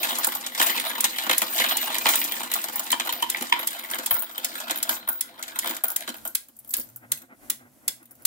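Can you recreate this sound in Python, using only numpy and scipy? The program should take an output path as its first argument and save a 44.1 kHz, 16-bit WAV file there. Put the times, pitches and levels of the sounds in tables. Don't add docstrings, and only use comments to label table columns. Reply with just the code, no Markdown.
import sys
import numpy as np
from scipy import signal
from scipy.fft import rfft, irfft, next_fast_len
from scipy.io import wavfile
from scipy.ndimage import uniform_filter1d

SR = 44100
rng = np.random.default_rng(int(sys.argv[2]) if len(sys.argv) > 2 else 0)


def file_out(sig):
    cols = np.atleast_2d(sig).T
    lim = np.clip(cols, -1, 1)
    pcm = np.round(lim * 32767).astype(np.int16)
    wavfile.write(sys.argv[1], SR, pcm)


N = 364266
T = np.arange(N) / SR


def undb(db):
    return 10 ** (np.asarray(db) / 20)


def unit(x):
    return x / np.sqrt(np.mean(x ** 2))


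def curve(t_s, db):
    return undb(np.interp(T, t_s, db))


def walk(rate_hz):
    step = int(SR / rate_hz)
    held = np.repeat(rng.standard_normal(N // step + 1), step)
    return unit(uniform_filter1d(held, step)[:N])


def stereo_noise(lag_s, coherence):
    noise = rng.standard_normal((3, N))
    shared = np.array([noise[0], np.roll(noise[0], round(lag_s * SR))])
    return np.sqrt(coherence) * shared + np.sqrt(1 - coherence) * noise[1:]


def colour(x, spectrum):
    hz, db = np.transpose(spectrum)
    size = next_fast_len(N)
    bins_hz = np.maximum(np.fft.rfftfreq(size, 1 / SR), 1)
    gain = unit(undb(np.interp(np.log(bins_hz), np.log(hz), db)))
    return irfft(rfft(x, size) * gain, size)[..., :N]


def ring(x, hz, width_hz, order=1):
    if order == 1:
        peak = signal.iirpeak(hz, hz / width_hz, fs=SR)
        return signal.lfilter(*peak, x) * np.sqrt(SR / (np.pi * width_hz))
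    band = signal.butter(order, [hz - width_hz / 2, hz + width_hz / 2], "band", fs=SR, output="sos")
    return signal.sosfilt(band, x) * np.sqrt(SR * np.sqrt(2) / (np.pi * width_hz))


def resonances(x, modes):
    return sum((-1) ** k * undb(db) * ring(x, hz, width) for k, (hz, width, db, *_) in enumerate(modes))


def strikes(t_s, db, pan_db=0):
    out = np.zeros((2, N))
    at = np.minimum((t_s * SR).astype(int), N - 1)
    np.add.at(out[0], at, undb(db + pan_db / 2))
    np.add.at(out[1], at, undb(db - pan_db / 2))
    return out


def envelope(hits, rise_s, t60_s):
    up, down = np.exp(-1 / (rise_s * SR)), undb(-60 / (t60_s * SR))
    return signal.lfilter([1 - up], np.convolve([1, -up], [1, -down]), hits)


def rattle(modes, noise, t_s, db, scrape, scatter_db, t60_s, pan_db=0, order=1):
    move_s = 3.73
    drive_db = db + scatter_db * rng.standard_normal((len(modes), len(t_s)))
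    out = 0
    for k, (hz, width_hz, *view_db) in enumerate(modes):
        drive = envelope(strikes(t_s, drive_db[k], pan_db), 0.00044, t60_s)
        drive += scrape * undb(6.5 * walk(35))
        gain = undb(np.where(T > move_s, view_db[-1], view_db[0]))
        out += (-1) ** k * gain * ring(drive * noise, hz, width_hz, order)
    return out


# f/Hz, relative level/dB
WHIRR_SPECTRUM = [(15, -57.5), (28, -16.5), (113, -15.5), (175, -20), (235, -5), (438, -21),
                  (639, -13.5), (984, -22.5), (4120, -32), (11800, -22.5), (15900, -27.5)]
# t/s, low tone level/dB, high tone level/dB
HUM_LEVELS = [(6.3, -84.5, -70.5), (6.85, -73.5, -70), (7.0, -64.5, -65), (7.14, -63, -64.5),
              (7.22, -68, -64), (7.42, -68, -63.5), (7.5, -65, -61.5), (7.72, -64, -66), (7.8, -71.5, -66)]


def motor():
    whirr = undb(-61.5 + 4.1 * walk(6.5)) * colour(stereo_noise(0, 0.32), WHIRR_SPECTRUM)
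    t_s, low_db, high_db = np.transpose(HUM_LEVELS)
    hum = 0
    for hz, db in (120, low_db), (239.5, high_db):
        tone = np.sin(2 * np.pi * hz * T + 2.1 * walk(20))
        hum += curve(t_s, db + 2.5) * undb(4 * walk(12)) * tone
    return whirr + hum


# t/s, level/dB
BUMPS = [(.25, -48), (.6, -52), (2.06, -59), (3.132, -46), (6.784, -46), (6.801, -51), (7.882, -54)]


def bumps():
    t_s, db = np.transpose(BUMPS)
    pulses = envelope(strikes(t_s, db + 6.5), 0.0012, 0.02)
    return signal.lfilter([1, -1], [1, -0.995], pulses)


# t/s, level/dB
RUBS = [(6.87, -63), (6.95, -74), (7.043, -48.5), (7.126, -50), (7.231, -52), (7.323, -47.5), (7.438, -53),
        (7.51, -49), (7.615, -54), (7.665, -56), (7.84, -59), (7.891, -50.5), (8.021, -55), (8.116, -57),
        (8.21, -57)]


def disc_rub(half_width_s=0.025):
    swells = sum(undb(db) * np.exp(-((T - t_s) / half_width_s) ** 2) for t_s, db in RUBS)
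    return swells * unit(resonances(stereo_noise(0.00026, 0.85), HOLLOW_MODES + HOUSING_MODES[:8]))


# t/s, level/dB
SNAPS = [(0.2435, -5), (0.6253, -7.5), (1.004, -5.5), (1.3788, -4), (1.768, -7), (2.154, -7), (2.536, -6),
         (2.9156, -7), (3.2978, -6.5), (3.671, -7), (4.0593, -8.5), (4.444, -8.5), (4.8263, -7),
         (5.2069, -9.5), (5.587, -7.5), (5.9603, -7), (6.349, -5), (6.7366, -6), (7.1165, -5), (7.498, -6),
         (7.878, -5), (8.2504, -3)]
# f/Hz, relative level/dB
CRACK_SPECTRUM = [(590, -45.5), (1000, -18.5), (1960, -14.5), (2350, -16.5), (2950, -20), (3450, -12),
                  (5740, -11), (7410, -3), (10100, -4), (11100, 2.5), (15000, -6.5), (15900, 8)]
# f/Hz, width/Hz, level/dB
FLAP_MODES = [(1510, 150, -12.5), (2020, 90, -5.5), (3420, 110, 1), (4400, 120, -2.5), (5140, 86, 1),
              (6390, 150, -1), (7270, 180, 2), (8400, 200, 3)]


def flap():
    t_s, db = np.transpose(SNAPS)
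    hits = strikes(t_s, db)
    burst = uniform_filter1d(hits, 150, origin=74) * 150
    crack = envelope(burst, 0.00053, 0.023) * undb(-39 + 0.51 * walk(820))
    tail = envelope(hits, 0.0078, 0.0095) * undb(-8 + 3 * walk(150))
    snap = colour((crack + tail) * stereo_noise(-0.0001, 0.078), CRACK_SPECTRUM)
    blow = strikes(t_s + 0.002, db - 15.5)
    buzz = envelope(hits, 0.003, 0.061) * undb(-29.5 + 4.8 * walk(90)) * stereo_noise(0.0001, 0.12)
    knock = envelope(strikes(t_s, db=-23), 0.0043, 0.014) * stereo_noise(0.0003, 0.98)
    return snap + resonances(blow + buzz, FLAP_MODES) + resonances(knock, HOUSING_MODES[5:])


# t/s, f/Hz, level/dB
RINGS = [(0.03, 14000, -38), (0.27, 14000, -33), (0.348, 12403, -35), (0.6, 11570, -35), (0.94, 13824, -37),
         (1.19, 14200, -35), (1.42, 14200, -37), (1.685, 13307, -35), (1.715, 12800, -35),
         (2.32, 15331, -33), (4.31, 13350, -39), (4.9, 15546, -31), (4.905, 14944, -36), (4.93, 12100, -35),
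         (4.945, 12750, -36), (5.88, 12050, -35), (5.9, 12750, -37), (6.16, 12750, -41),
         (6.255, 12700, -36), (6.745, 12900, -37), (0.61, 15331, -28), (0.639, 13824, -25),
         (0.7, 12833, -36), (0.615, 13900, -33), (1.555, 15000, -34), (1.59, 14960, -35),
         (1.82, 12600, -37), (2.26, 12700, -37), (6.685, 13350, -40), (6.69, 12200, -40),
         (6.706, 12250, -36), (6.764, 11800, -37), (6.765, 12800, -37), (6.783, 14500, -37),
         (6.8, 13450, -38), (0.734, 12833, -37), (1.045, 13996, -33), (1.3, 14513, -31),
         (1.327, 12360, -34), (1.5, 14944, -29), (1.541, 12489, -31), (1.66, 12661, -35),
         (1.803, 13307, -36), (2.003, 15546, -34), (2.014, 14944, -34), (2.072, 14900, -27),
         (2.078, 15546, -27), (2.16, 15546, -32), (2.168, 14944, -31), (2.189, 13867, -36),
         (2.241, 12532, -35), (2.551, 15331, -27), (2.752, 15503, -34), (2.755, 13824, -38),
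         (3.045, 12316, -35), (3.132, 14513, -32), (3.585, 12532, -34), (4.11, 15540, -23),
         (4.14, 15420, -27), (4.165, 15650, -30), (5.076, 15503, -26), (5.088, 14944, -30),
         (5.666, 15417, -34), (5.838, 15417, -30), (6.766, 14470, -37), (6.797, 12790, -36)]


def singing_coins():
    out = np.zeros((2, N))
    flutter = undb(3 * np.array([walk(110), walk(110)]))
    for (t_s, hz, db), (split, *phases) in zip(RINGS, rng.random((len(RINGS), 3))):
        length_s = 0.0058 * (db + 48)
        start, t = int(t_s * SR), T[:int(length_s * SR)]
        attack = 1 - np.exp(-t / 0.003)
        decay = undb(-16 * t / length_s)
        release = np.clip((length_s - t) / 0.01, 0, 1)
        beat_hz = 25 + 60 * split
        for side, (phase, side_db) in enumerate(zip(phases, (1.335, 0.39))):
            tone = np.sin(2 * np.pi * (hz * t + phase))
            tone += 0.6 * np.sin(2 * np.pi * ((hz + beat_hz) * t - phase))
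            out[side, start:start + len(t)] += undb(db + side_db) * attack * decay * release * tone
    return out * flutter


# t/s, level/dB
LANDINGS = [(0.6, -15), (1.04, -23), (1.312, -25), (1.6, -19), (2.064, -24.5), (2.9267, -13), (2.9965, -23),
            (3.09, -23), (3.2252, -13), (3.522, -8.5), (4.11, -21.5), (4.6957, -34)]
# f/Hz, width/Hz, level/dB
TUBE_MODES = [(975, 130, 0), (1800, 150, -8), (3110, 170, -1)]


def tube_landings():
    t_s, db = np.transpose(LANDINGS)
    noise = stereo_noise(0.00033, 0.23)
    return rattle(TUBE_MODES, noise, t_s, db, scrape=0, scatter_db=1.6, t60_s=0.014, order=2)


# f/Hz, width/Hz, level/dB
HOLLOW_MODES = [(242.2, 59, 0.5), (275.2, 62, 2.5), (338, 46, -3.5), (521.6, 27, -6)]


def hollow_thud(t_s, db, rumble):
    drive = envelope(strikes(t_s, db + 4), 0.0069, 0.011) + rumble * undb(1.2 * walk(23))
    return resonances(drive * stereo_noise(0.00006, 0.99), HOLLOW_MODES)


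# f/Hz, width/Hz, level above hopper/dB, level facing tubes/dB
HOUSING_MODES = [(685.5, 136, -5.5, 1), (837, 151, 0, 1), (932, 350, -0.5, 2.5), (1166, 160, -3.5, -3.5),
                 (1430, 210, -1.5, 6.5), (1650, 130, -8, -4), (1786, 110, -11.5, -16), (2044, 344, -2, -2),
                 (2369, 86, -12, -15.5), (2596, 230, -6, -6), (2890, 110, -8.5, -19.5),
                 (3066, 130, -6.5, -5), (3325, 320, -5, -6.5), (3780, 340, -3, -2.5), (4115, 150, -6, -5.5),
                 (4350, 1300, -6, -5)]


def housing_knock(t_s, upper_db, lower_db, scrape):
    low = rattle(HOUSING_MODES[:3], stereo_noise(0.00012, 0.85), t_s, lower_db - 10,
                 undb(-3.5) * scrape, scatter_db=1.1, t60_s=0.019, order=2)
    middle = rattle(HOUSING_MODES[3:5], stereo_noise(0.00032, 0.81), t_s, lower_db - 8.5,
                    undb(-2.5) * scrape, scatter_db=2.1, t60_s=0.014, order=2)
    high = rattle(HOUSING_MODES[5:], stereo_noise(0.00039, 0.68), t_s, upper_db - 8,
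                  scrape, scatter_db=3.5, t60_s=0.013, order=2)
    return low + middle + high


# f/Hz, width/Hz, level/dB
CLINK_BANDS = [(4900, 900, -4.5), (6000, 1700, -17), (7500, 4040, 2.5), (9400, 2800, -1),
               (11100, 2330, -1.5), (13300, 2500, -2.5), (15700, 870, -7)]
COIN_MODES_HZ = 11570, 12400, 12800, 13300, 13820, 14500, 14930, 15330, 15510


def coin_clink(t_s, db, centre_hz, scrape):
    pan_db = 1 + 3.5 * (rng.random(len(t_s)) - 0.5)
    band_db = [db + 0.3 - 10 * (np.log(hz / centre_hz) / 0.45) ** 2 for hz, *_ in CLINK_BANDS]
    clink = rattle(CLINK_BANDS, stereo_noise(0.0002, 0.31), t_s, band_db,
                   undb(-11.5) * scrape, scatter_db=2.8, t60_s=0.026, pan_db=pan_db)
    modes = [(hz, 40, 0) for hz in COIN_MODES_HZ]
    clink += rattle(modes, stereo_noise(0.0002, 0.5), t_s, db - 17,
                    undb(-17) * scrape, scatter_db=5, t60_s=0.012, pan_db=pan_db)
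    return signal.sosfilt(signal.butter(2, 4000, "high", fs=SR, output="sos"), clink)


def bounces(blows, gap_s=0.008, loss_db=6):
    t_s, clink_db, centre_hz, upper_db, lower_db = blows
    late, weak = rng.random((len(t_s), 2, 2)).T
    contacts = []
    for k in range(2):
        delay_s = gap_s * (k + late[k] + 0.5)
        drop_db = loss_db * (k + weak[k] + 0.5)
        contacts.append((t_s + delay_s, clink_db - 2 * drop_db, centre_hz,
                         upper_db - drop_db, lower_db - drop_db))
    return np.hstack(contacts)


def tumble(slide_s, slide_db, rub_db, count=1050):
    when, size, pitch, tilt = rng.random((count, 4)).T
    t_s = when * slide_s[-1]
    size_db = np.minimum(-3.5 * np.log(1 - size), 8.5)
    clink_db = np.interp(t_s, slide_s, slide_db) + size_db - 3
    knock_db = np.interp(t_s, slide_s, rub_db) + 1.47 * size_db
    return t_s, clink_db, 6000 * 3.2 ** pitch, knock_db - 1.5 - 9 * tilt, knock_db - 15 + 9 * tilt


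# t/s, clink/dB, clink centre/Hz, upper housing modes/dB, lower housing modes/dB, thud/dB
BLOWS = [(0.0309, -19.5, 9800, -15, -43, -49), (0.052, -32, 9600, -23, -23, -36),
         (0.185, -15.5, 12500, -55, -21, -38), (0.269, -12.5, 12700, -38, -16.5, -22),
         (0.35, -15, 13700, -59, -22, -56), (0.464, -18, 7500, -23, -28.5, -64),
         (0.597, -17, 8100, -11, -14.5, -24), (0.6136, -15, 9500, -11, -17.5, -34),
         (0.667, -18, 10100, -16.5, -38, -40), (0.762, -24, 10200, -18.5, -31, -31),
         (0.778, -28, 10100, -15.5, -39, -28), (0.798, -16.5, 10300, -18, -50, -57),
         (1.0414, -14, 10100, -12.5, -22, -27), (1.046, -15.5, 9200, -17, -50, -43),
         (1.184, -21.5, 8540, -15, -31, -57), (1.2652, -30, 8200, -28, -19.5, -23),
         (1.2949, -20, 9300, -7.5, -11.5, -19), (1.311, -18, 9900, -11.5, -19, -45),
         (1.329, -20, 11700, -13.5, -21, -30), (1.4174, -13, 9700, -14, -13, -25),
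         (1.5341, -21, 14100, -56, -55, -61), (1.562, -21, 10600, -31, -55, -55),
         (1.5803, -19.5, 8800, -15, -48, -62), (1.598, -21, 8600, -18, -34, -24),
         (1.609, -19, 9200, -17, -28, -46), (1.7087, -30, 9300, -13.5, -20, -48),
         (1.9436, -17, 10400, -19, -49, -53), (2.056, -20, 8100, -7, -8.5, -19),
         (2.065, -16, 8140, -8, -17, -49), (2.08, -42, 13300, -31, -23, -37),
         (2.089, -13, 11100, -10.5, -20, -39), (2.135, -39, 11000, -18, -17, -44),
         (2.19, -16.5, 13000, -45, -39, -49), (2.241, -18, 11900, -60, -46, -41),
         (2.32, -18.5, 9800, -19, -30, -38), (2.432, -23, 9300, -24.5, -24, -29),
         (2.515, -16, 9500, -16, -25, -35), (2.554, -21, 12400, -49, -20.5, -35),
         (2.64, -20.5, 9700, -24, -25.5, -59), (2.6845, -24.5, 10000, -26, -25.5, -30.5),
         (2.757, -18, 12300, -58, -36, -58), (2.7942, -16.5, 12300, -38, -19.5, -62),
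         (2.9265, -37, 9200, -14.5, -13.5, -24.5), (2.998, -21.5, 7000, -13, -21, -32),
         (3.0717, -23.5, 10700, -20, -21.5, -31), (3.092, -24.5, 8200, -16.5, -30, -35),
         (3.1247, -16, 12800, -17.5, -25, -60), (3.2234, -18.5, 10900, -18.5, -20, -30),
         (3.346, -50, 9600, -19.5, -28, -63), (3.369, -26.5, 9200, -20.5, -26, -35),
         (3.409, -23.5, 8400, -22.5, -24, -22.5), (3.4233, -22, 9700, -35, -39, -48),
         (3.524, -22.5, 8400, -8.5, -27, -23.5), (3.5618, -45, 11000, -33, -23, -38),
         (3.609, -38, 11000, -32, -50, -54), (3.5915, -22, 12300, -21.5, -21.5, -33),
         (3.6281, -28, 10200, -22, -26, -55), (3.912, -18.5, 12900, -26, -42, -56),
         (3.9342, -40, 7960, -16, -31, -37), (3.9437, -19.5, 11700, -37, -27, -37),
         (3.9852, -23, 9000, -20, -31, -22.5), (4.1082, -5.5, 15300, -16.5, -20, -33),
         (4.165, -21, 14100, -31, -27, -38), (4.193, -19.5, 13100, -55, -41, -47),
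         (4.2209, -16, 13700, -32, -31.5, -58), (4.379, -21, 12300, -24.5, -37, -34),
         (4.6963, -29, 8800, -16.5, -23, -35), (4.708, -16, 10600, -19, -28, -26.5),
         (4.773, -19, 12800, -29, -43, -41), (4.892, -13.5, 12300, -17, -19.5, -36),
         (5.0749, -19, 14500, -25.5, -23, -46), (5.088, -11.5, 13300, -32, -24, -34),
         (5.128, -23.5, 12900, -45, -41, -40), (5.426, -23, 9400, -25, -50, -67),
         (5.48, -29, 9100, -25, -66, -69), (5.558, -28, 10600, -28, -34, -64),
         (5.6431, -27, 11940, -26, -20.5, -48), (5.658, -24, 10400, -20, -30, -33),
         (5.673, -19, 11400, -16.5, -31, -56), (5.694, -22.5, 10600, -25, -31, -28),
         (5.709, -26, 10100, -25, -26.5, -29), (5.7658, -24, 10100, -29, -34, -42),
         (5.8368, -8.5, 13300, -21, -19, -32), (5.882, -15.5, 12500, -36, -34, -65),
         (6.006, -28, 9300, -30, -70, -71), (6.0762, -24.5, 8000, -20, -25, -26.5),
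         (6.0895, -24.5, 9100, -24, -33, -25), (6.2513, -22, 11400, -32.5, -24.5, -41),
         (6.275, -20.5, 12300, -69, -53, -36), (6.4847, -37.5, 13000, -50, -51.5, -43),
         (6.589, -31.5, 12200, -57, -69.5, -76.5), (6.646, -37.5, 12800, -52, -56.5, -74),
         (6.675, -34, 12950, -67.5, -55, -59), (6.692, -30, 13200, -64.5, -57.5, -65),
         (6.811, -43, 13100, -58, -66, -66), (6.707, -25, 12900, -61, -64, -64.5),
         (6.733, -40, 11200, -34, -57, -39.5), (6.774, -40, 4520, -42, -62, -58),
         (6.789, -44, 4500, -45, -64, -60), (6.748, -26, 4400, -32, -53, -55),
         (6.767, -16, 13300, -44, -48, -40), (6.784, -24, 14000, -48, -43, -33.5),
         (6.797, -17.5, 13700, -41, -54, -60), (6.96, -27, 12900, -63, -48.5, -72),
         (7.1738, -33, 13200, -45, -57, -65), (7.218, -36, 10800, -46.5, -64.5, -63),
         (8.028, -45, 11500, -62, -83, -77), (8.055, -37, 12400, -51, -71.5, -80.5),
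         (8.109, -34, 12940, -65, -71, -75), (8.152, -42, 12600, -79, -78, -73),
         (8.221, -37.5, 13100, -66, -51, -57), (0.117, -24.5, 10270, -30, -25, -39),
         (0.321, -27, 10900, -26, -26, -40), (0.548, -25, 10100, -25.5, -35, -55),
         (0.577, -25, 9600, -28, -26, -45), (0.701, -18.5, 11000, -18.5, -24, -46),
         (0.85, -28, 11700, -30, -44, -39), (0.9, -27, 9500, -25.5, -27, -29),
         (0.978, -34, 12500, -50, -27, -34), (1.236, -25.5, 10500, -25, -28, -53),
         (1.501, -27, 13500, -43, -31, -43), (1.588, -25, 9500, -18, -25, -39),
         (1.6395, -21, 9000, -11, -14, -45), (1.662, -36, 9500, -15, -38, -36),
         (1.9827, -17.5, 9800, -26, -48, -53), (2.214, -18, 11100, -16.5, -26, -31),
         (2.352, -32, 12500, -29, -31, -39), (2.404, -25, 10500, -22, -23.5, -36),
         (2.616, -28, 10300, -34, -47, -50), (2.7295, -26, 11200, -59, -47, -43),
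         (2.903, -18, 10800, -19, -34, -42), (3.05, -29, 11500, -37, -25, -31),
         (3.706, -29, 10500, -31, -50, -57), (3.7296, -27.5, 10500, -29, -64, -60),
         (3.793, -24, 11900, -25, -54, -61), (3.8385, -35, 11000, -45, -60, -64),
         (3.901, -27, 10000, -39, -49, -56), (4.124, -23, 13900, -53, -53, -48),
         (4.141, -17, 13400, -41, -33, -42), (4.2935, -38, 11300, -35, -52, -64),
         (4.515, -38, 10500, -29, -58, -59), (4.553, -32, 10100, -26, -38, -46),
         (4.601, -30, 10200, -28, -33.5, -47), (4.6798, -31, 11100, -26, -45, -44),
         (4.7578, -23, 11600, -25, -27.5, -40), (5.393, -37, 11000, -40, -33.5, -56),
         (5.623, -32, 10500, -29, -56, -61), (5.746, -24, 9900, -36, -42, -50),
         (5.902, -18, 12800, -47, -35, -53), (5.918, -23.5, 12600, -51, -42, -57),
         (6.022, -34, 10000, -27, -43, -60), (6.141, -32, 11500, -31, -36.5, -55),
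         (6.1655, -36, 11500, -56, -52, -54), (6.566, -40.5, 12330, -65, -77, -71),
         (6.8885, -40, 11700, -57, -54, -70)]
# t/s, clink/dB, housing knock/dB
SLIDING = [(0.0, -32.5, -28), (0.559, -47.5, -41), (0.62, -27, -26.5), (0.8, -39.5, -32.5),
           (1.48, -38, -35), (1.62, -29.5, -27.5), (1.85, -34, -28), (2.04, -40.5, -35), (2.12, -30, -29),
           (2.4, -42, -37.5), (3.3, -44.5, -39), (4.0, -44, -41), (4.3, -50, -45.5), (4.55, -43.5, -39.5),
           (4.871, -54, -43.5), (4.901, -26, -33), (5.07, -77, -52), (5.35, -60.5, -49), (5.7, -40.5, -40),
           (5.82, -66, -54.5), (5.86, -69, -48.5), (6.2, -54.5, -57), (6.6, -73, -87), (6.73, -55, -72.5),
           (6.755, -58, -56), (6.815, -50, -83), (6.85, -62, -82), (7.051, -76, -75)]


def coins():
    *blows, thud_db = np.transpose(BLOWS)
    slide_s, slide_db, rub_db = np.transpose(SLIDING)
    small = tumble(slide_s, slide_db, rub_db)
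    t_s, clink_db, centre_hz, upper_db, lower_db = np.hstack([blows, bounces(blows), small])
    loaded = T < slide_s[-1]
    clink = coin_clink(t_s, clink_db, centre_hz, scrape=loaded * curve(slide_s, slide_db))
    knock = housing_knock(t_s, upper_db, lower_db, scrape=loaded * curve(slide_s, rub_db - 17))
    thud = hollow_thud(blows[0], thud_db, rumble=loaded * curve(slide_s, 0.64 * rub_db - 28.5))
    return clink + knock + thud


def room(x, t60_s=0.24, level_db=-11.5):
    t = T[:SR // 2]
    tail = rng.standard_normal((2, len(t))) * undb(-60 * t / t60_s) * (t > 0.004)
    tail = signal.lfilter([1], [1, -0.4], tail)
    tail /= np.sqrt(np.sum(tail ** 2, axis=1, keepdims=True))
    return undb(level_db) * signal.oaconvolve(x, tail, axes=1)[:, :N]


def scene():
    sorter = coins() + tube_landings() + singing_coins() + flap()
    return motor() + bumps() + disc_rub() + sorter + room(sorter)


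def record(dry):
    return signal.sosfilt(signal.cheby2(24, 60, 16030, fs=SR, output="sos"), dry)


dry = scene()
out = record(dry)
file_out(out)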